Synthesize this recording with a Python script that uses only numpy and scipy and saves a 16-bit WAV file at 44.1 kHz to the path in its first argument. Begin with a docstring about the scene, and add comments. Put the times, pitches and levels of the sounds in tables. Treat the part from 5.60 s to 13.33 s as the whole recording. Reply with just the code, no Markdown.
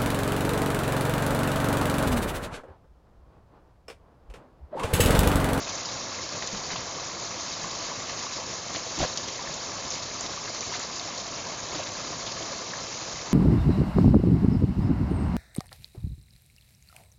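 """From the start, a few metres off, water gushes from a large drain pipe onto rocks and runs off as a
stream: the jet hisses, bubbles gurgle in the pool under it and spray patters on the stones.
Within the first second a dog is wading through the shallows, its paws splashing and sloshing.
At about 3.4 s one paw plunges in, and the air pockets behind it collapse in a deep gulp.
Lighter steps, drops and plops carry on over the steady jet to the end."""
import sys
import numpy as np
from scipy import signal
from scipy.fft import rfft, irfft, next_fast_len
from scipy.io import wavfile
from scipy.ndimage import uniform_filter1d

SR = 44100
rng = np.random.default_rng(int(sys.argv[2]) if len(sys.argv) > 2 else 0)


def write(x):
    x = np.atleast_2d(x).T
    wavfile.write(sys.argv[1], SR, np.round(np.clip(x, -1, 1) * 32767).astype(np.int16))


N = 340893
T = np.arange(N) / SR
EDGE_HZ = 7300  # top end of the whole scene

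# Tone of the gushing jet: frequency_hz, level_db
JET_SPECTRUM = [(15, -50.5), (25, -11), (96, 0), (440, -2), (531, -5), (673, -2.5), (814, -3), (1110, -2),
                (1470, -8), (2150, -9.5), (2860, -8.5), (4080, -5.5), (6400, -2.5), (7200, -6.5),
                (9360, -18.5), (15800, -120)]
# Hollow colour of the pipe mouth and the rocks round the pool: centre_hz, width_hz, gain_db
HOLLOW_BANDS = [(75, 29, -2.5), (99, 34, 1.5), (447, 41, -2), (543, 136, 3.8), (689, 100, 3.5),
                (780, 170, -2), (1100, 290, 2), (1500, 100, -0.5), (1686, 140, 3), (2150, 240, 3.5),
                (2600, 160, 1.5), (2880, 190, -3), (3345, 230, -3), (4450, 220, -1.5), (4580, 300, 1.6),
                (6250, 250, 1.1), (6780, 230, 2.5)]
# Slow swell of the jet about its usual strength: time_s, churn_db, spray_db
JET_SWELL = [(0, 0.5, 0.9), (.7, -1, 0), (1.149, -0.5, 0.5), (1.279, -0.5, -0.9), (1.9, -0.9, 1.5),
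             (2.099, 0.5, 0.7), (2.75, -0.4, .5), (3.031, -0.9, 0), (3.48, -2, 1.8), (3.798, 0.5, 0),
             (4.0, -0.5, 0), (5.05, -1, 0.7), (5.948, 0, -1.3), (6.152, 0.5, 0), (6.747, -0.5, -0.1),
             (7.73, -0.5, -1)]
# Paws and gobs of water hitting the surface: start_s, relative_db, centre_hz, time_scale_s, ring_cycles
SPLASH_HITS = [(.2555, -37, 5000, .003, 2), (.287, -44, 4200, 0.004, 3), (0.823, -31.5, 1800, 0.0011, 1.2),
               (.826, -43, 2900, .002, 1.5), (.8355, -44, 4900, .0007, 1.2), (0.871, -39, 4300, .0018, 3.9),
               (.883, -49, 2580, 0.0018, 3.9), (.946, -42, 1500, .003, 2), (1.103, -36.5, 1790, 0.0043, 2),
               (1.112, -45, 4300, 0.0045, 3.9), (1.131, -40, 2300, .002, 3.9),
               (1.1597, -35.5, 2790, 0.0035, 3), (2.492, -39, 1900, 0.0073, 2),
               (3.147, -37, 1500, 0.0054, 1.5), (3.16, -30, 2700, 0.00064, 1.5),
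               (3.388, -38.5, 4190, 0.012, 3.9), (3.413, -35.5, 3500, .0015, 3),
               (3.428, -33.5, 3300, 0.0029, 3.9), (3.573, -32, 4300, 0.0034, 2),
               (3.683, -38.5, 3000, 0.0032, 1.8), (4.302, -38, 6340, 0.014, 2),
               (4.318, -45, 3600, .0018, 3.9), (4.352, -39.5, 3200, 0.0059, 3),
               (4.662, -37, 3440, .0015, 2), (5.005, -43, 5100, 0.0027, 3.9),
               (5.027, -41, 2300, .0015, 3.9), (5.122, -39, 4200, 0.0071, 3.9),
               (5.137, -38, 1800, 0.0095, 2), (5.154, -38, 5200, .003, 3), (5.164, -37, 5600, .003, 3),
               (5.200, -41, 1800, 0.0018, 2), (5.576, -33.5, 5400, 0.0029, 3.5),
               (5.868, -39, 5200, 0.0018, 3.9), (6.149, -45, 1420, 0.0048, 3.5),
               (6.152, -39.5, 4600, .006, 3.9), (6.229, -41, 2500, .002, 2), (6.662, -41, 3530, 0.015, 2.3),
               (6.720, -35, 4500, .0012, 3.9), (6.823, -39, 3400, .0025, 3.9), (7.137, -42, 1950, .003, 2)]
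# Big drops smacking on the stones: start_s, relative_db, pitch_hz
STONE_DROPS = [(0.256, -24, 4950), (.289, -27, 3800), (.691, -25, 5170), (0.8742, -20, 6700),
               (.875, -26, 4130), (3.3892, -19.5, 6750), (3.5742, -20, 6350), (3.5742, -31, 3720),
               (3.9414, -24, 6460), (4.305, -22, 6140), (4.6094, -19, 6760), (5.008, -19.5, 5970),
               (5.1965, -23, 6840), (5.3965, -23.5, 4450), (6.7212, -25, 6120)]
# Large bubbles plopping out of the gurgle: start_s, relative_db, pitch_hz
POOL_PLOPS = [(.5887, -21.5, 2070), (1.154, -26, 725), (1.1575, -19, 1050), (1.3842, -21, 1130),
              (2.0437, -20, 1085), (2.316, -23, 1000), (2.666, -21, 1080), (2.818, -24, 900),
              (3.159, -31.5, 318), (3.166, -23.5, 646), (3.372, -26, 303), (3.3891, -24, 850),
              (3.416, -22, 1470), (3.4372, -19.5, 1640), (3.446, -22, 1510), (3.793, -21, 980),
              (3.8735, -21.5, 1760), (4.775, -22, 1140), (5.122, -21, 970), (5.151, -24, 1190),
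              (5.153, -24, 710), (5.141, -21, 2080), (5.483, -24, 810), (5.866, -22.5, 980),
              (5.897, -29, 680), (5.922, -29, 600), (6.133, -30, 1020), (6.249, -29, 566),
              (6.146, -29, 594), (6.156, -25, 730), (6.155, -25, 305), (6.1945, -22.5, 700),
              (6.2, -22, 597), (6.2295, -20, 2600), (6.665, -21, 3450), (6.6774, -21, 3650),
              (6.774, -24, 1120), (6.8071, -25, 660), (6.808, -30, 322), (6.9179, -22, 536),
              (7.008, -27, 517), (7.032, -31, 464), (7.1349, -20, 1690), (7.138, -28, 623)]
# Water stirred by the dog's legs: start_s, length_s, level_db, rush_over_rumble_db
LEG_STROKES = [(0.702, 0.093, -43, 3), (0.888, 0.13, -41.5, -1), (0.975, 0.32, -43.5, -3),
               (2.006, 0.071, -47, -3), (3.127, 0.057, -42, 2), (3.368, 0.11, -36, 4),
               (3.628, 0.094, -42, -2), (3.88, 0.04, -39, -9), (5.12, .06, -52, 0), (6.122, 0.1, -48, 9),
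               (6.304, 0.67, -50, -18), (7.663, 0.16, -41.5, -1)]
# Tone of the rumble in a slosh: frequency_hz, level_db
SLOSH_SPECTRUM = [(25, -13.5), (60, -1), (160, 4), (330, -1), (700, -6), (1200, -23.5), (3000, -48.5)]
# Air pockets collapsing behind the paws, one for a step and a quick run for the plunge:
# start_s, push_db, ring_db, pitch_hz
AIR_POCKETS = [(0.94, -40, -25, 170), (1.137, -41, -32, 171), (2.04, -41, -31, 179),
               (3.3998, -28, -25, 330), (3.4035, -47, -19.5, 750), (3.4125, -38, -26, 288),
               (3.414, -23, -24, 340), (3.418, -45, -25, 600), (3.4287, -23, -15.5, 592),
               (3.4335, -56, -19, 720), (3.4372, -40, -25, 1020), (3.448, -31, -19.5, 502)]


def amp(db):
    """Decibels to gain."""
    return 10 ** (np.asarray(db) / 20)


def unit(x):
    """Scales to an rms of 1."""
    return x / np.sqrt(np.mean(x ** 2) + 1e-20)


def curve_db(spectrum, hz):
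    """Reads a spectrum on a log-frequency axis."""
    f, db = np.transpose(spectrum)
    return np.interp(np.log(hz + 1), np.log(f + 1), db)


def add(mix, start_s, sound):
    """Mixes a sound in at its cue."""
    part = mix[max(round(start_s * SR), 0):][:len(sound)]
    part += sound[:len(part)]


def colour(x, db_at):
    """Equalises x with a dB curve given as a function of frequency."""
    size = next_fast_len(len(x))
    gain = amp(db_at(np.fft.rfftfreq(size, 1 / SR)))
    return irfft(rfft(x, size) * gain, size)[:len(x)]


def noise(db_at, samples=N):
    """Coloured noise of rms 1."""
    return unit(colour(rng.standard_normal(samples), db_at))


def wander(slow_hz, fast_hz):
    """Random drift of rms 1 with about equal power in every octave between two rates."""
    return noise(lambda f: 10 * np.log10(f / (f * f + slow_hz ** 2) / (1 + (f / fast_hz) ** 4) + 1e-20))


def gush(churn_db, spray_db, level_db=-36, patchy_db=1.5, flicker_db=0.3, split_hz=1600):
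    """Countless tiny bubbles merge into a roar below and a hiss above, patchy in time and pitch."""
    frame, hop = 256, 64
    hz, _, grains = signal.stft(rng.standard_normal(N), SR, nperseg=frame, noverlap=frame - hop)
    patches = uniform_filter1d(rng.standard_normal(grains.shape), size=7, axis=0)
    patches = unit(uniform_filter1d(patches, size=9, axis=1))
    at = np.minimum(np.arange(grains.shape[1]) * hop, N - 1)
    hiss_share = 1 / (1 + (split_hz / (hz[:, None] + 1)) ** 2)
    swell_db = (1 - hiss_share) * churn_db[at] + hiss_share * spray_db[at]
    gain = amp(patchy_db * patches + swell_db + flicker_db * wander(12, 110)[at])
    jet = signal.istft(grains * gain, nperseg=frame, noverlap=frame - hop)[1][:N]
    return amp(level_db) * unit(colour(jet, lambda f: curve_db(JET_SPECTRUM, f)))


def bubble(hz, decay_s, rise):
    """One bubble: a brief ring that rises in pitch as it nears the surface."""
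    age = np.arange(int(5 * decay_s * SR) + 2) / (decay_s * SR)  # in decay times
    envelope = np.exp(-age) * (1 - np.exp(-6 * age))
    return envelope * np.sin(2 * np.pi * hz * decay_s * (age + rise * age ** 2 / 2))


def swarm(swell_db, low_hz, high_hz, per_s, cycles, spread_db, rise, sizes):
    """Bubbles of many sizes, born at random; a few are much louder than the rest."""
    out = np.zeros(N)
    for hz in np.geomspace(low_hz, high_hz, sizes):
        chance, strength, sign = rng.random((3, N), dtype=np.float32)
        born = np.flatnonzero(chance < per_s / sizes / SR)
        accent_db = spread_db * np.minimum(-np.log(strength[born] + 1e-9), 3.5)
        kicks = np.zeros(N)
        kicks[born] = np.sign(sign[born] - .5) * amp(accent_db)
        out += signal.oaconvolve(kicks, bubble(hz, cycles / hz, rise) * np.sqrt(hz))[:N]
    return unit(out * amp(swell_db))


def hollow_db(f):
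    """The pipe mouth and the rocks lend the water bell-shaped peaks and dips."""
    return sum(db * np.exp(-(2 * (f - hz) / width) ** 2) for hz, width, db in HOLLOW_BANDS)


def splashes(slap_db=2, shower_gain=0.041, shower_s=0.018, knock_db=12, knock_delay_s=0.0015):
    """A slap on the surface, the knock of the cavity it opens, then a short shower of droplets."""
    out, t = np.zeros(N), T[:4096]
    for start_s, db, hz, scale_s, cycles in SPLASH_HITS:
        octaves = 1.027 * (2500 / hz) ** 0.97  # finer spray has a narrower band
        fizz = noise(lambda f: -10 * np.log10(
            1 + (np.log2((f + 1) / hz) / octaves) ** 6 + (f / EDGE_HZ) ** 20), len(t))
        attack = 1 - np.exp(-t / (0.32 * scale_s))  # long splashes start softly
        envelope = attack * (np.exp(-t / (3.5 * scale_s)) + shower_gain * np.exp(-t / shower_s))
        add(out, start_s, amp(db + slap_db) * fizz * envelope / envelope.max())
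        add(out, start_s + knock_delay_s, amp(db + knock_db) * bubble(hz, cycles / hz, rise=0.0087))
    return out


def drips(events, gain_db, cycles, rise, shed_db, shed_s, shed_octaves, shed_count):
    """Close drops or bubbles: low ones ring longer, and each sheds fainter ones at scattered pitches."""
    out = np.zeros(N)
    for start_s, db, hz in events:
        level = amp(db + gain_db)
        add(out, start_s, level * bubble(hz, cycles / hz, rise))
        for delay, detune in rng.random((shed_count, 2)):
            shed_hz = hz * 2 ** (shed_octaves * (2 * detune - 1))
            fragment = bubble(shed_hz, cycles / shed_hz, rise)
            add(out, start_s + delay * shed_s, level * amp(shed_db) * fragment)
    return out


def sloshes(rush_hz=2000, rush_octaves=2.4):
    """Legs push water aside: a soft, low surge, topped by the rush of water falling back."""
    push, shower = np.zeros((2, N))
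    for start_s, length_s, db, rush_db in LEG_STROKES:
        swell = amp(db) * np.sqrt(np.hanning(int(length_s * SR)))
        add(push, start_s, swell)
        add(shower, start_s, amp(rush_db) * swell)
    rumble = noise(lambda f: curve_db(SLOSH_SPECTRUM, f))
    rush = noise(lambda f: -10 * np.log10(1 + (np.log2((f + 1) / rush_hz) / rush_octaves) ** 6))
    return push * rumble + shower * rush


def gulps(push_s=0.00035, heave_hz=72, heave_s=0.014, heave_db=-7, ring_s=0.0058):
    """A collapsing pocket pulls the pressure down, heaves the water and rings the air that is left."""
    out, t = np.zeros(N), T[:4096]
    pulse = t / push_s * np.exp(1 - t / push_s)
    heave = amp(heave_db) * np.exp(-t / heave_s) * np.sin(2 * np.pi * heave_hz * t)
    for start_s, push_db, ring_db, hz in AIR_POCKETS:
        add(out, start_s, -amp(push_db) * (pulse + heave))
        add(out, start_s, -amp(ring_db) * bubble(hz, ring_s, rise=0.016))
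    return out


def scene():
    """The lumpy jet drives a bed of hiss, gurgle and spray together; the dog wades in front."""
    time_s, churn_swell_db, spray_swell_db = np.transpose(JET_SWELL)
    surge = wander(3.1, 35)
    pool_heave = wander(2, 9.8)
    churn_db = np.interp(T, time_s, churn_swell_db) + 0.086 * surge + 0.3 * pool_heave
    spray_db = np.interp(T, time_s, spray_swell_db) + 0.96 * surge
    gurgle = swarm(churn_db, 476.7, 1236, per_s=380, cycles=3.66, spread_db=2, rise=0.057, sizes=16)
    plinks = swarm(churn_db, 1325, 3520, per_s=550, cycles=5, spread_db=4.5, rise=0.034, sizes=14)
    spray = swarm(spray_db, 3890, 6670, per_s=1100, cycles=8, spread_db=4, rise=0.014, sizes=14)
    bed = gush(churn_db, spray_db) + amp(-47.5) * gurgle + amp(-51.5) * plinks + amp(-45) * spray
    drops = drips(STONE_DROPS, gain_db=5.5, cycles=4.3, rise=0.02,
                  shed_db=-11, shed_s=0.008, shed_octaves=0.3, shed_count=4)
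    plops = drips(POOL_PLOPS, gain_db=-4.5, cycles=4.7, rise=0.011,
                  shed_db=-17.5, shed_s=0.0084, shed_octaves=0.45, shed_count=3)
    wading = sloshes() + splashes() + gulps()
    return (colour(bed, hollow_db) + drops + plops + wading)[None]


def record(dry):
    """A steep high cut takes the air off the top of the mix."""
    high_cut = signal.firwin(601, EDGE_HZ, window=("kaiser", 9), fs=SR)
    return signal.oaconvolve(dry, high_cut[None], "same")


dry = scene()
out = record(dry)
write(out)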